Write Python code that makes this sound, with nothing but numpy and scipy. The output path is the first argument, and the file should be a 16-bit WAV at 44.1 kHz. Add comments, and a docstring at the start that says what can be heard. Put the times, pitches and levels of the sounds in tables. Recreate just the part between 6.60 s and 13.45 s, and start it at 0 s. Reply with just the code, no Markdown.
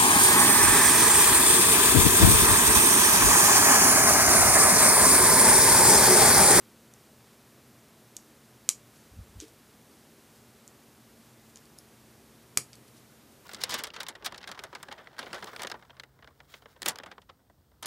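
"""Plastic toy parts snapping together

Two hands press small parts together above a table, close to a mono microphone in a small room.
The joints tick as they slip and twice snap home, each click ringing the plastic for a few milliseconds.
In between, a hand bumps the table and picks up a part, and fingertips rub on the plastic.
The room answers the clicks and rubs briefly, over a low hum and hiss."""
import sys
import numpy as np
from scipy import signal
from scipy.fft import rfft, irfft
from scipy.io import wavfile

SR = 44100
rng = np.random.default_rng(int(sys.argv[2]) if len(sys.argv) > 2 else 0)


def transcribe(u):
    """Save the signal u as a 16-bit wav file named by the first command-line argument.

    u: samples, shape (n,) or (channels, n), limited to [-1, 1]; the rate is SR.
    q: integer samples, one column per channel.
    """
    v = np.clip(np.atleast_2d(u).T, -1, 1)
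    q = np.round(v * 32767).astype(np.int16)
    wavfile.write(sys.argv[1], SR, q)


N = 302085


def undb(db):
    """Decibels to gain."""
    return 10 ** (np.asarray(db) / 20)


def colour(x, points):
    """Equalise a sound along a curve of (Hz, dB) points."""
    hz, db = np.transpose(points)
    bin_hz = np.maximum(np.fft.rfftfreq(len(x), 1 / SR), 1)
    curve_db = np.interp(np.log(bin_hz), np.log(hz), db)
    return irfft(rfft(x) * undb(curve_db), len(x))


def band(x, low_hz, high_hz):
    """Roll off the lows and the highs at 12 dB per octave."""
    for edge, kind in ((low_hz, "highpass"), (high_hz, "lowpass")):
        x = signal.sosfilt(signal.butter(2, edge, kind, fs=SR, output="sos"), x)
    return x


def add(track, start, sound):
    """Mix a sound into the track at a time in seconds."""
    i = int(start * SR)
    track[i:i + len(sound)] += sound[:len(track) - i]


def drift(turns_per_s):
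    """Slow random drift with a spread near 1."""
    knots = rng.standard_normal(int(turns_per_s * N / SR) + 2)
    return np.interp(np.arange(N) / SR * turns_per_s, np.arange(len(knots)), knots)


def room_tone(rms_db=-57.5):
    """Still air and microphone hiss make a steady, bass-heavy bed."""
    # Each row: frequency in Hz, relative level in dB.
    air_curve = [(15, -56), (25, -36.5), (54, -11), (92, -8.5), (105, -8), (123, -2.5), (149, -5.5),
                 (189, -9), (221, -7.5), (253, -5.5), (387, -8.5), (859, -15.5), (1150, -16), (2700, -21.5),
                 (14400, -25.5)]
    air = colour(rng.standard_normal(N), air_curve)
    return undb(rms_db) * air / air.std()


def appliance_hum(waver_db=2.0, wander_hz=0.78):
    """A running appliance hums in a few low tones that waver slightly in pitch and level."""
    # Each row: frequency in Hz, rms level in dB.
    tones = [(120, -70), (213, -70), (229, -68), (397, -77)]
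    out = np.zeros(N)
    for hz, db in tones:
        phase = 2 * np.pi * np.cumsum(hz + wander_hz * drift(4.06)) / SR
        out += np.sqrt(2) * undb(db - waver_db * drift(2.4)) * np.sin(phase)
    return out


def room(x, t60_s=0.15, predelay_s=0.0043, scatter_decay_s=0.0016, scatter_db=-17):
    """Add scatter off the hands, two early echoes and a short diffuse tail."""
    # Each row: frequency in Hz, tail level in dB against the direct sound.
    tail_curve = [(200, 3.5), (1000, -11.5), (2300, -8.5), (3800, -14.5), (5000, -9.5), (7000, -14),
                  (9500, -10), (14000, -13.5)]
    t = np.arange(SR // 3) / SR
    tail = rng.standard_normal(len(t)) * np.exp(-np.log(1000) * t / t60_s) * (t > predelay_s)
    response = colour(tail / np.linalg.norm(tail), tail_curve) * (t < t[-1] - predelay_s)
    scatter = rng.standard_normal(len(t)) * np.exp(-t / scatter_decay_s) * (t > .001)
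    response += undb(scatter_db) * scatter / np.linalg.norm(scatter)
    response[int(0.0071 * SR)] += undb(-19)  # off the table
    response[int(0.011 * SR)] += undb(-22)  # off the boxes behind it
    return x + signal.fftconvolve(x, response)[:N]


def friction(size, centre_hz, slips_per_s=4000, spread_db=3):
    """Tiny uneven slips blur into a grainy band as wide as its centre frequency, at rms 1."""
    slips = (rng.random(size) < slips_per_s / SR) * rng.choice([-1, 1], size)
    slips = slips * undb(spread_db * rng.standard_normal(size))
    grain = band(slips, centre_hz / 2, centre_hz * 1.5)
    return grain / grain.std()


def fidget(level_db=-77, swing_db=4, moves_per_s=9, centre_hz=7000):
    """Fingertips keep shifting faintly on the plastic."""
    return undb(level_db + swing_db * drift(moves_per_s)) * friction(N, centre_hz)


def rubs(rise_to_decay=0.49):
    """Parts slide on fingers, table or each other; each slide swells quickly and dies away."""
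    # Each row: peak time in seconds, rms level at the peak in dB, decay in seconds, centre in Hz.
    slides = [ (0.338, -58, .003, 7000), (2.36, -64, 0.079, 7000), (2.802, -44.5, .002, 5200),
              (2.813, -48.5, 0.025, 5160), (2.882, -58.5, .012, 7000), (3.76, -63.5, .04, 7500),
              (4.898, -61, 0.012, 8300), (4.969, -58, 0.0096, 5700), (5.185, -57, .005, 7500),
              (6.136, -54, .008, 4200), (6.281, -62, .016, 7000), (6.371, -61.5, .03, 6200),
              (6.722, -63, .01, 7300)]
    out = np.zeros(N)
    t = np.arange(-SR // 4, SR // 4) / SR
    for peak, db, decay, hz in slides:
        swell = np.exp(np.minimum(t / rise_to_decay, -t) / decay)
        add(out, peak + t[0], undb(db) * swell * friction(len(t), hz))
    return out


def knock(modes, start_s, push_db, push_s):
    """A soft push swells a body's modes, which then die away; a slow push hardly moves the high ones."""
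    out = np.zeros(N)
    t = np.arange(SR // 4) / SR
    for hz, decay, mode_db in modes:
        gain = undb(push_db + mode_db) / np.hypot(1, hz * push_s)
        swell = np.minimum(t / push_s, 1) * np.exp(-np.maximum(t - push_s, 0) / decay)
        add(out, start_s, gain * swell * np.sin(2 * np.pi * hz * t))
    return out


def table_bumps():
    """The table thuds in its low modes as a hand bumps it, reaching for a part."""
    # Each row: frequency in Hz, decay in seconds, gain in dB.
    table_modes = [(66.4, .024, -1), (90, 0.015, 1.5), (129, 0.012, -8), (184, 0.01, -8)]
    # Each row: start in seconds, push strength in dB, push time in seconds.
    bumps = [(2.508, -44, .014), (2.557, -38, 0.018), (2.581, -33, .009), (2.687, -50, .008),
             (2.752, -36.5, 0.013)]
    return sum(knock(table_modes, *bump) for bump in bumps)


def part_lift():
    """The part knocks as it is lifted off the table."""
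    # Each row: frequency in Hz, decay in seconds, gain in dB.
    part_modes = [(307, 0.019, -0.5), (413, 0.018, -2.5), (455, 0.025, -3), (3240, .025, 1)]
    return knock(part_modes, start_s=2.817, push_db=-33, push_s=0.0083)


def hand_jolt():
    """The last snap jolts the gripping hands into a dull thump."""
    # Each row: frequency in Hz, decay in seconds, gain in dB.
    grip_modes = [(92, .022, -16), (134, 0.031, -7.5), (210, 0.0029, 2), (439, 0.014, -5.5)]
    return knock(grip_modes, start_s=5.971, push_db=-33, push_s=.0022)


def plastic_ring(modes, looseness, detune=0.044, patchy_db=2, deadening=0.73, size=2048):
    """A kicked part rings in the fingers; a loose, fleshy grip shifts, reweights and deadens its modes."""
    t = np.arange(size) / SR
    out = np.zeros(size)
    chance = looseness * rng.standard_normal((len(modes), 2))
    for k, ((hz, width, db), (shift, weight)) in enumerate(zip(modes, chance)):
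        damping = np.pi * width * (1 + deadening * looseness)
        wave = np.exp(-damping * t) * np.cos(2 * np.pi * hz * (1 + detune * shift) * t)
        gain = undb(db + patchy_db * weight) * 2 * damping / SR
        out += (-1) ** k * gain * wave  # neighbouring modes move the surface in opposite directions
    return out


def clicks(second_joint_s=5.0, loose_db=-30):
    """Slips kick the parts in hand, and near 2.8 s the part being picked up clicks against the table; a light
    contact lacks the lows, a soft one the highs."""
    # Each row: start in seconds, kick strength in dB, low cut in Hz, high cut in Hz.
    slips = [ (0.3380, -35.5, 5500, 8540), (1.5665, -23, 3000, 12700), (1.5682, -25, 3000, 11600),
             (2.0903, -0.44, 330, 12700), (2.802, -19.5, 3400, 5100), (4.0774, -34.5, 4500, 14500),
             (4.9584, -27.5, 4200, 7000), (4.9723, -32.5, 900, 6000), (5.0551, -43, 2000, 7500),
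             (5.1868, -29, 6300, 14500), (5.9730, 3, 151, 3130), (5.9738, -1, 2680, 15000),
             (6.1315, -31.5, 1300, 6900), (6.1544, -37, 3500, 11000)]
    # Resonances of the parts held at each joint. Each row: frequency in Hz, width in Hz, gain in dB.
    first_joint = [(1160, 230, 0), (2290, 186, 7), (3160, 340, 7), (4010, 230, 11), (4790, 480, 8),
                   (5830, 390, 16), (6950, 330, 21.5), (7700, 330, 19.5), (8550, 480, 14.5),
                   (10800, 390, 12.5), (12700, 900, 6), (14800, 600, -12)]
    second_joint = [(430, 210, -2), (1210, 180, 7.5), (2375, 91, 16.5), (3560, 380, 8.5), (4790, 610, 14),
                    (4850, 230, 21.5), (6040, 590, 11.5), (6830, 180, 18), (7740, 290, 17.5),
                    (8880, 280, 16.5), (9700, 340, 15), (10340, 300, -3), (10600, 120, 8.5),
                    (12250, 370, 10), (13900, 600, 0)]
    out = np.zeros(N)
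    for start, db, low_hz, high_hz in slips:
        looseness = np.clip(db / loose_db, 0, 1)  # loud snaps need a firm grip
        modes = first_joint if start < second_joint_s else second_joint
        ring = plastic_ring(modes, looseness)
        add(out, start, undb(db) * band(ring, low_hz, high_hz))
    return out


def scene():
    """Plastic in the room, dry thuds and the background; one microphone feeds both channels."""
    plastic = room(clicks() + rubs() + fidget())
    thuds = table_bumps() + part_lift() + hand_jolt()
    mono = plastic + thuds + room_tone() + appliance_hum()
    return np.array([mono, mono])


def record(dry, rumble_hz=41, top_hz=14750):
    """Drop the deepest rumble and cut the top steeply."""
    lean = signal.sosfilt(signal.butter(4, rumble_hz, "highpass", fs=SR, output="sos"), dry)
    return signal.sosfilt(signal.ellip(10, .1, 70, top_hz, fs=SR, output="sos"), lean)


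dry = scene()
out = record(dry)
transcribe(out)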